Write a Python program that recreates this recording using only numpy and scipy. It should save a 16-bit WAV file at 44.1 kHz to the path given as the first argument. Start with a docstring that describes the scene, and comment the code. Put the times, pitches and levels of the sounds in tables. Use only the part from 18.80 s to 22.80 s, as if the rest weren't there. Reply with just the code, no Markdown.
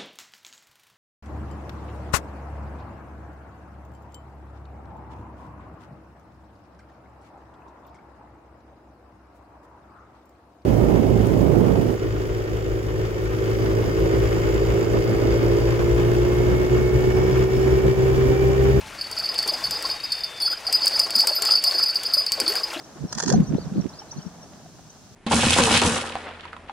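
"""Small pellet bells jingle on a fishing rod as an angler works it on a lake shore, a little to the left.
Loose pellets strike and roll inside the metal shells, and now and then the shells clack together.
Wavelets lap, plop and slurp at the bank over a light breeze and the hum of a far motor.
A thin whistle, perhaps from the line or reel, glides through the first half."""
import sys
import numpy as np
from scipy import signal
from scipy.fft import rfft, irfft
from scipy.io import wavfile
from scipy.ndimage import uniform_filter1d

SR = 44100
rng = np.random.default_rng(int(sys.argv[2]) if len(sys.argv) > 2 else 0)


def wav_record(signal):
    """Record a signal, one row per channel, as 16-bit PCM in the file named by sys.argv[1]."""
    frames = np.transpose(np.atleast_2d(signal))
    bounded = np.clip(frames, -1, 1)
    # unit amplitude maps onto the largest positive 16-bit level
    quanta = np.round(bounded * 32767).astype(np.int16)
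    wavfile.write(sys.argv[1], SR, quanta)


N = 176400
T = np.arange(N) / SR

# Tone of the breeze over open water. Each row: frequency in Hz, relative level in dB.
BREEZE_SPECTRUM = [(20, -11), (70, -3), (220, -5), (500, -4), (900, -3.5), (2600, 2.5), (4000, -7.5),
                   (11000, -16), (16000, -37)]
# Fader for the wind buffeting the microphone. Each row: time in seconds, level in dB.
BUFFET_LEVELS = [(0, -47), (.3, -55.5), (.8, -55), (.9, -46.5), (1.02, -61), (4, -65.5)]
# Hum of a far motor. Each row: pitch in Hz, level in dB.
MOTOR_TONES = [(109, -63)]
# The whistle's glide. Each row: time in seconds, pitch in Hz, level in dB.
WHISTLE_GLIDE = [(.5, 3540, -51), (.93, 3545, -47), (1.23, 3770, -47), (1.36, 3600, -43),
                 (1.56, 3553, -40.5), (1.7, 3370, -45), (1.79, 2910, -50)]

# Wavelets break on the bank. Each row: centre in seconds, half length in seconds, level in dB.
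WAVELET_SWELLS = [(0.716, 0.28, -41), (1.04, 0.066, -42.5), (1.716, 0.034, -42), (1.966, .08, -43),
                  (2.236, 0.16, -40.5), (2.48, 0.062, -41), (2.673, 0.079, -37), (2.942, 0.089, -37.5),
                  (3.287, 0.18, -45), (3.707, 0.11, -38.5), (3.946, 0.05, -37.5)]
# Tone of the splashing water. Each row: frequency in Hz, relative level in dB.
SPLASH_SPECTRUM = [(100, -28), (250, -11), (500, -1.5), (1000, -2), (1600, -5.5), (2800, -11), (5000, -7),
                   (9000, -15), (16000, -26)]
# Larger bubbles in the wavelets. Each row: start in seconds, relative level in dB, starting pitch in Hz.
BIG_BUBBLES = [(0.66, -22, 436), (1.046, -19.5, 1020), (1.678, -22, 1334), (1.731, -21.5, 1420),
               (1.885, -23.5, 716), (2.163, -26, 846), (2.438, -18, 852), (2.51, -19.5, 575),
               (2.689, -18, 1227), (3.368, -24.5, 570), (3.737, -25, 442)]
# Water opens or closes a hollow at the bank.
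# Each row: start in seconds, length in seconds, first pitch in Hz, last pitch in Hz, level in dB.
BANK_HOLLOWS = [(2.355, 0.054, 157, 336, -41), (2.945, 0.045, 345, 384, -40),
                (3.578, 0.079, 630, 281.5, -31), (3.671, 0.084, 288.4, 481, -33.5),
                (3.936, 0.052, 3320, 2420, -35.5), (3.962, 0.043, 320, 317, -35.5)]

# The shells knock together. Each row: start in seconds, relative level in dB.
SHELL_KNOCKS = [(0.3139, -35.5), (0.387, -35.5), (0.5826, -34), (0.627, -35.5), (0.6765, -29.5),
                (0.909, -28.5), (1.0243, -32), (1.9265, -24.5), (2.0572, -26.5), (2.0792, -26.5),
                (2.1936, -24), (2.3626, -27.5), (2.3885, -29), (2.4055, -27.5), (2.4713, -20.5),
                (2.6213, -23), (2.6515, -28), (2.8393, -23.5), (3.2341, -31.5), (3.52, -24.5),
                (3.601, -21.5), (3.679, -32.5), (3.7547, -30.5)]
# Short metal rings of a clack. 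Each row: pitch in Hz, relative level in dB, seconds to fall 60 dB.
KNOCK_MODES = [(4614, 3, 0.085), (5070, 2.5, 0.042), (7800, -19, 0.0081), (8070, -2.5, 0.0096),
               (9510, 1, 0.016), (10300, -3, 0.0091), (11950, -6, 0.033), (13270, -5.5, 0.022)]
# Tone of the crack that opens a clack. Each row: frequency in Hz, relative level in dB.
CRACK_SPECTRUM = [(300, -42), (2500, -3), (3800, -10), (6000, -3), (8000, 1.5), (10000, -4.5), (13000, -15),
                  (16000, -12)]
# A pellet hits its shell. Each row: start in seconds, relative level in dB,
# low mode against high mode in dB, time of free ringing in seconds.
PELLET_STRIKES = [(0.211, -19.5, 4.5, 0.006), (0.394, -19.5, 4, 0.0064), (0.4378, -22.5, 3, 0.011),
                  (0.4561, -21.5, 4, 0.01), (0.4898, -14.5, -4, 0.00078), (0.5889, -10.5, 13, 0.0013),
                  (0.6835, -16.5, -1.5, 0.017), (0.7368, -19, -18, 0.003), (0.84, -18.5, 4, 0.02),
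                  (0.8578, -22.5, 17, 0.018), (0.908, -25.5, -2.5, 0.035), (0.95, -25.5, -11, 0.023),
                  (1.0526, -15.0, -1, 0.0013), (1.1, -17.5, -3, 0.001), (1.1116, -17.5, -1, 0.0033),
                  (1.238, -24.5, -14, 0.017), (1.3192, -14, 3, 0.0069), (1.4358, -17, 0.5, 0.0089),
                  (1.6024, -23.5, -3, 0.015), (1.6204, -16.5, 16, 0.013), (1.6497, -18.5, -0.5, 0.031),
                  (1.7007, -21, -6, 0.035), (1.867, -18, -5, 0.012), (1.9269, -15.5, -7, 0.028),
                  (1.944, -18.5, -17, 0.022), (2.033, -20.5, 0, 0.017), (2.0688, -9, -2, 0.0058),
                  (2.1352, -20.5, 8, 0.022), (2.1569, -17, -18, 0.0094), (2.1986, -7, -9, 0.0007),
                  (2.2302, -18.5, -4, 0.018), (2.3532, -9, -7, 0.0071), (2.371, -18.5, 4, 0.012),
                  (2.3944, -10.0, 1, 0.0077), (2.4161, -9, -7, 0.001), (2.4713, -16, -1, 0.028),
                  (2.516, -20.5, 1, 0.023), (2.563, -16.5, -8, 0.02), (2.6219, -22.5, 0, 0.016),
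                  (2.657, -20, 0, 0.033), (2.709, -10, 1, 0.004), (2.7186, -7.5, -16, 0.004),
                  (2.754, -11, -1, 0.0044), (2.77, -20, 9, 0.026), (2.8405, -16.5, -2, 0.014),
                  (2.8627, -14.5, 3, 0.017), (2.8707, -12, -10, 0.0079), (2.9108, -15, 10, 0.0045),
                  (2.942, -19.0, 0, 0.024), (2.9812, -14.5, -4, 0.012), (3.027, -11.5, -10, 0.01),
                  (3.0602, -18, -6, 0.014), (3.084, -13, -1, 0.0025), (3.098, -14.5, 1, 0.00076),
                  (3.156, -14, -4, 0.011), (3.2609, -17, -8, 0.007), (3.3364, -9, 1.5, 0.0062),
                  (3.3774, -15.5, -6.5, 0.025), (3.4653, -12.5, 1, 0.00076), (3.5197, -18.5, 3, 0.021),
                  (3.601, -22.5, -6, 0.016), (3.6785, -8, 7.5, 0.0014), (3.763, -14, -9, 0.001),
                  (3.8333, -17, -12, 0.0094)]
# The shell's weaker modes. Each row: pitch in Hz, level against the main modes in dB.
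SHELL_OVERTONES = [(9315, -22.5), (14165, -25)]
# A glancing hit brings out one bright overtone. Each row: start in seconds, level in dB, pitch in Hz.
GLANCING_HITS = [(1.618, -26, 9318), (1.619, -37, 11800), (2.471, -27, 14153), (2.554, -23, 14099),
                 (2.554, -28, 11779), (2.84, -30, 14169), (3.335, -23.5, 9265), (3.335, -28, 14050),
                 (3.678, -26, 9292), (3.69, -30, 14040)]

# Stereo width. Each row: frequency in Hz, gain on the side signal in dB.
SIDE_EQ = [(25, -14), (250, 6), (1000, 2.5), (4700, -4), (8000, 4.5), (12000, 5)]

LOW_MODE_HZ, HIGH_MODE_HZ = 4513, 4960  # the shell's two main modes
ATTACK_S, CHOKE_T60, LINGER_T60, PING_T60, CRACK_T60 = 0.0003, 0.047, 0.14, 0.11, 0.021
JITTER_HZ, JITTER_RATE_HZ, GRIT = 42, 265, 0.25  # the sliding pellet shakes a ring's pitch and level
BOUNCES_PER_STRIKE, BOUNCE_DB, BOUNCE_LAG_S = 1.75, -14, 0.035
STRAY_FROM_S, STRAYS_PER_S, STRAY_DB = 0.18, 16, -27.5
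ROLL_DB, ROLL_S, ROLL_WIDTH_HZ = -20, 0.098, 62
RIPPLE_DB, BUBBLES_PER_S = -48.5, 450


def amp(db):
    """Decibels to gain."""
    return 10 ** (np.asarray(db) / 20)


def unit(x):
    """Scales to rms 1."""
    return x / np.sqrt(np.mean(x ** 2) + 1e-20)


def curve(table, column=1):
    """Draws an automation line through a table's time points."""
    table = np.array(table)
    return np.interp(T, table[:, 0], table[:, column])


def at_hz(table, hz):
    """Reads a spectrum's dB on a log-frequency axis."""
    f, db = np.transpose(table)
    return np.interp(np.log(hz + 1), np.log(f), db)


def equalise(x, table):
    """Runs x through an EQ curve."""
    return irfft(rfft(x) * amp(at_hz(table, np.fft.rfftfreq(N, 1 / SR))), N)


def noise(spectrum):
    """Coloured noise at rms 1."""
    return unit(equalise(rng.standard_normal(N), spectrum))


def add(mix, start, sound):
    """Mixes a sound in at a time in seconds."""
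    part = mix[max(round(start * SR), 0):][:len(sound)]
    part += sound[:len(part)]


def drift(size, rate_hz):
    """Smooth random wandering, rms about 1."""
    knots = rng.standard_normal(size // 20 + 2)
    return np.interp(T[:size] * 2 * rate_hz, np.arange(len(knots)), knots) / np.sqrt(2 / 3)


def pan(x, left_db):
    """Leans a sound to the left."""
    return x * amp([[left_db / 2], [-left_db / 2]])


def echoes(x, t60, shared):
    """Sparse decaying reflections, partly shared by both ears."""
    t = T[:SR // 2]
    taps = rng.standard_normal((3, len(t))) * (rng.random((3, len(t))) < .1)
    taps *= amp(-60 * t / t60) * (t > .001)
    taps /= np.linalg.norm(taps, axis=1, keepdims=True) + 1e-12
    response = np.sqrt(shared) * taps[0] + np.sqrt(1 - shared) * taps[1:]
    return signal.fftconvolve(x[None], response, axes=1)[:, :N]


def breeze():
    """A soft bed of air over the lake, with low wind buffets on the microphone."""
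    hiss = rng.standard_normal(N) + .22 * rng.standard_normal((2, N))
    air = unit(equalise(hiss, BREEZE_SPECTRUM)) * amp(-44.5 + 1.9 * drift(N, 1.797))
    buffets = noise([(15, -7), (45, 6.5), (100, 3.5), (200, 1), (600, -39)])
    return pan(air, left_db=5.5) + amp(curve(BUFFET_LEVELS)) * buffets


def motor_hum():
    """A motor across the lake hums, wavering in level and phase."""
    return sum(amp(db) * (1 + .35 * drift(N, 1.6)) * np.sin(2 * np.pi * hz * T + drift(N, 5.3))
               for hz, db in MOTOR_TONES)


def far_tone(length_s=0.1, hz=878, db=-46):
    """One faint, brief tone right at the start."""
    out, t = np.zeros(N), T[:int(length_s * SR)]
    fade = np.sqrt(np.sin(np.pi * t / length_s))
    add(out, 0, amp(db) * fade * np.sin(2 * np.pi * hz * t + drift(len(t), 35)))
    return out


def whistle():
    """A thin, slightly unsteady whistle lifts a little, then slides down."""
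    hz = curve(WHISTLE_GLIDE) * (1 + 0.0013 * drift(N, 64.5))
    sounding = (T > WHISTLE_GLIDE[0][0]) & (T < WHISTLE_GLIDE[-1][0])
    gate = uniform_filter1d(1. * sounding, size=1000)
    level = amp(curve(WHISTLE_GLIDE, 2) + drift(N, 30.3))
    return gate * level * np.sin(2 * np.pi * np.cumsum(hz) / SR)


def bubble(hz, cycles, rise):
    """A bubble rings down to 1/e in about `cycles` turns, its pitch bending by the fraction `rise`."""
    age = T[:int(5 * cycles / hz * SR)] * hz / cycles
    envelope = np.exp(-age) * (1 - np.exp(-age * cycles / 0.69))
    return envelope * np.sin(2 * np.pi * cycles * (age + rise * age ** 2 / 2))


def lapping():
    """Swarms of small bubbles and a splashy wash swell with each wavelet, over a constant ripple."""
    swarm, pitches = np.zeros(N), np.geomspace(260, 4000, 32)
    for hz in pitches:
        births = 1. * (rng.random(N) < BUBBLES_PER_S / len(pitches) / SR)
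        births[births > 0] = amp(4 * np.minimum(rng.exponential(1, int(births.sum())), 3))
        grain = bubble(hz, cycles=rng.uniform(2.45, 7.2), rise=rng.uniform(-0.054, 0.069))
        gain = amp(at_hz(SPLASH_SPECTRUM, hz)) * np.sqrt(hz)  # higher pitches cover wider bands
        swarm += gain * signal.oaconvolve(births, grain / np.linalg.norm(grain))[:N]
    wash = noise(SPLASH_SPECTRUM) * amp(3 * drift(N, 39))
    swell_power = sum(amp(2 * db) * np.exp(-((T - centre) / half) ** 2)
                      for centre, half, db in WAVELET_SWELLS)
    return np.sqrt(amp(2 * RIPPLE_DB) + swell_power) * (amp(0.5) * unit(swarm) + wash)


def plops():
    """Single large bubbles ring with a small upward chirp."""
    out = np.zeros(N)
    for start, db, hz in BIG_BUBBLES:
        add(out, start, amp(db - 2.5) * bubble(hz, cycles=6.7 * np.sqrt(hz / 1500), rise=0.041))
    return out


def slurps():
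    """A hollow's rough resonance glides as the water opens or closes it."""
    out = np.zeros(N)
    for start, length, first_hz, last_hz, db in BANK_HOLLOWS:
        progress = np.linspace(0, 1, int(length * SR))
        hz = last_hz + (first_hz - last_hz) * (1 - progress) ** 1.6
        phase = 2 * np.pi * np.cumsum(hz) / SR
        flutter_hz = 0.21 * first_hz
        tone = (0.57 + 0.66 * drift(len(hz), flutter_hz)) * np.sin(phase)
        tone += 0.16 * drift(len(hz), flutter_hz) * np.cos(phase)
        add(out, start, amp(db) * unit(tone) * np.sin(np.pi * progress ** 0.39))
    return out


def clacks():
    """Shell hits shell with a crack and short metal rings; the tackle ticks around each pellet strike."""
    out, t = np.zeros(N), T[:SR // 32]
    crack = noise(CRACK_SPECTRUM)
    ticks = [(start + BOUNCE_LAG_S * rng.standard_normal(), db - 26 + 2 * rng.standard_normal())
             for start, db, *_ in PELLET_STRIKES]
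    for start, db in list(SHELL_KNOCKS) + ticks:
        hit = amp(6 - 60 * t / CRACK_T60) * crack[rng.integers(N - len(t)):][:len(t)]
        for hz, mode_db, t60 in KNOCK_MODES:
            phase = 2 * np.pi * (hz * rng.uniform(1.0, 1.01) * t + rng.random())
            hit += amp(1 + mode_db - 60 * t / t60) * np.sin(phase)
        add(out, start, amp(db) * hit)
    return out


def rolling():
    """Pellets roll and scrape inside the shells, keeping the main modes singing around each strike."""
    strike_power = np.zeros(N)
    for start, db, *_ in PELLET_STRIKES:
        add(strike_power, start, amp([2 * db]))
    lag = np.arange(-SR // 4, SR // 4) / SR
    window = np.exp(-(2 * lag / ROLL_S) ** 2)
    shake = np.sqrt(abs(signal.fftconvolve(strike_power, window, "same")))
    scrapes = rng.standard_normal(N) * shake * unit(amp(6.5 * drift(N, 77)))
    f = np.fft.rfftfreq(N, 1 / SR)
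    high, low = (1 / (1 + 2j * (f - hz) / ROLL_WIDTH_HZ) for hz in (HIGH_MODE_HZ, LOW_MODE_HZ))
    shell = high - low
    return amp(ROLL_DB) * irfft(rfft(scrapes) * shell / np.sqrt(np.mean(abs(shell) ** 2)), N)


def ring(db, low_db, free_s):
    """One pellet strike: two close modes beat and waver, are choked by the pellet and linger faintly."""
    t = T[:SR // 8]
    choke = amp(-60 * np.maximum(t - free_s, 0) / CHOKE_T60)
    linger = amp(-8.5 - 60 * t / LINGER_T60)
    envelope = (1 - np.exp(-t / ATTACK_S)) * np.maximum(choke, linger)

    def mode(hz):
        detuned_hz = hz * (1 + 0.0031 * rng.standard_normal())
        jitter_hz = JITTER_HZ * np.sqrt(choke) * drift(len(t), JITTER_RATE_HZ)
        level = 1 + GRIT * drift(len(t), JITTER_RATE_HZ)
        return level * np.sin(2 * np.pi * np.cumsum(detuned_hz + jitter_hz) / SR)

    tone = (mode(HIGH_MODE_HZ) - amp(low_db) * mode(LOW_MODE_HZ)) / np.hypot(1, amp(low_db))
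    for hz, overtone_db in SHELL_OVERTONES:
        tone += amp(overtone_db + 2.5 * min(rng.standard_normal(), 1)) * mode(hz)
    return amp(db - 0.5) * envelope * tone


def bells():
    """Pellets strike and bounce, with soft stray hits from the moving rod and bright glancing pings."""
    out, t = np.zeros(N), T[:SR // 8]
    for start, db, low_db, free_s in PELLET_STRIKES:
        add(out, start, ring(db, low_db, free_s))
    for start, db, *_ in PELLET_STRIKES:
        for lag, force, tilt in rng.standard_normal((rng.poisson(BOUNCES_PER_STRIKE), 3)):
            bounce = ring(db + BOUNCE_DB + 2 * min(force, 1), low_db=2 * tilt, free_s=0)
            add(out, start + BOUNCE_LAG_S * abs(lag), bounce)
    for when, softness, tilt in rng.random((rng.poisson(STRAYS_PER_S * N / SR), 3)):
        stray = ring(STRAY_DB - 5 * softness, low_db=20 * (tilt - .5), free_s=0.0058)
        add(out, STRAY_FROM_S + when * (N / SR - STRAY_FROM_S), stray)
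    for start, db, hz in GLANCING_HITS:
        envelope = amp(db - 60 * t / PING_T60) * (1 - np.exp(-t / ATTACK_S))
        add(out, start, envelope * np.sin(2 * np.pi * hz * t))
    return out


def scene():
    """Bells up front echo off the bank; the water scatters along the shore, over a quiet bed of air."""
    metal = pan(bells() + rolling(), left_db=1.5) + pan(clacks(), left_db=2)
    water = pan(lapping(), left_db=1.5) + pan(plops() + slurps(), left_db=2.5)
    bank_echo = amp(-12) * echoes(metal.mean(0), t60=0.29, shared=0.81)
    shore_scatter = pan(amp(-9) * echoes(water.mean(0), t60=0.13, shared=0.83), left_db=1.5)
    background = pan(whistle(), left_db=6) + motor_hum() + far_tone() + breeze()
    return metal + bank_echo + water + shore_scatter + background


def record(dry):
    """Shapes the stereo width band by band, then cuts the very top."""
    mid = dry.mean(0)
    side = equalise((dry[0] - dry[1]) / 2, SIDE_EQ)
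    stereo = np.array([mid + side, mid - side])
    lowpass = signal.firwin(255, 15900, window=("kaiser", 9), fs=SR)
    return signal.oaconvolve(stereo, lowpass[None], "same")


dry = scene()
out = record(dry)
wav_record(out)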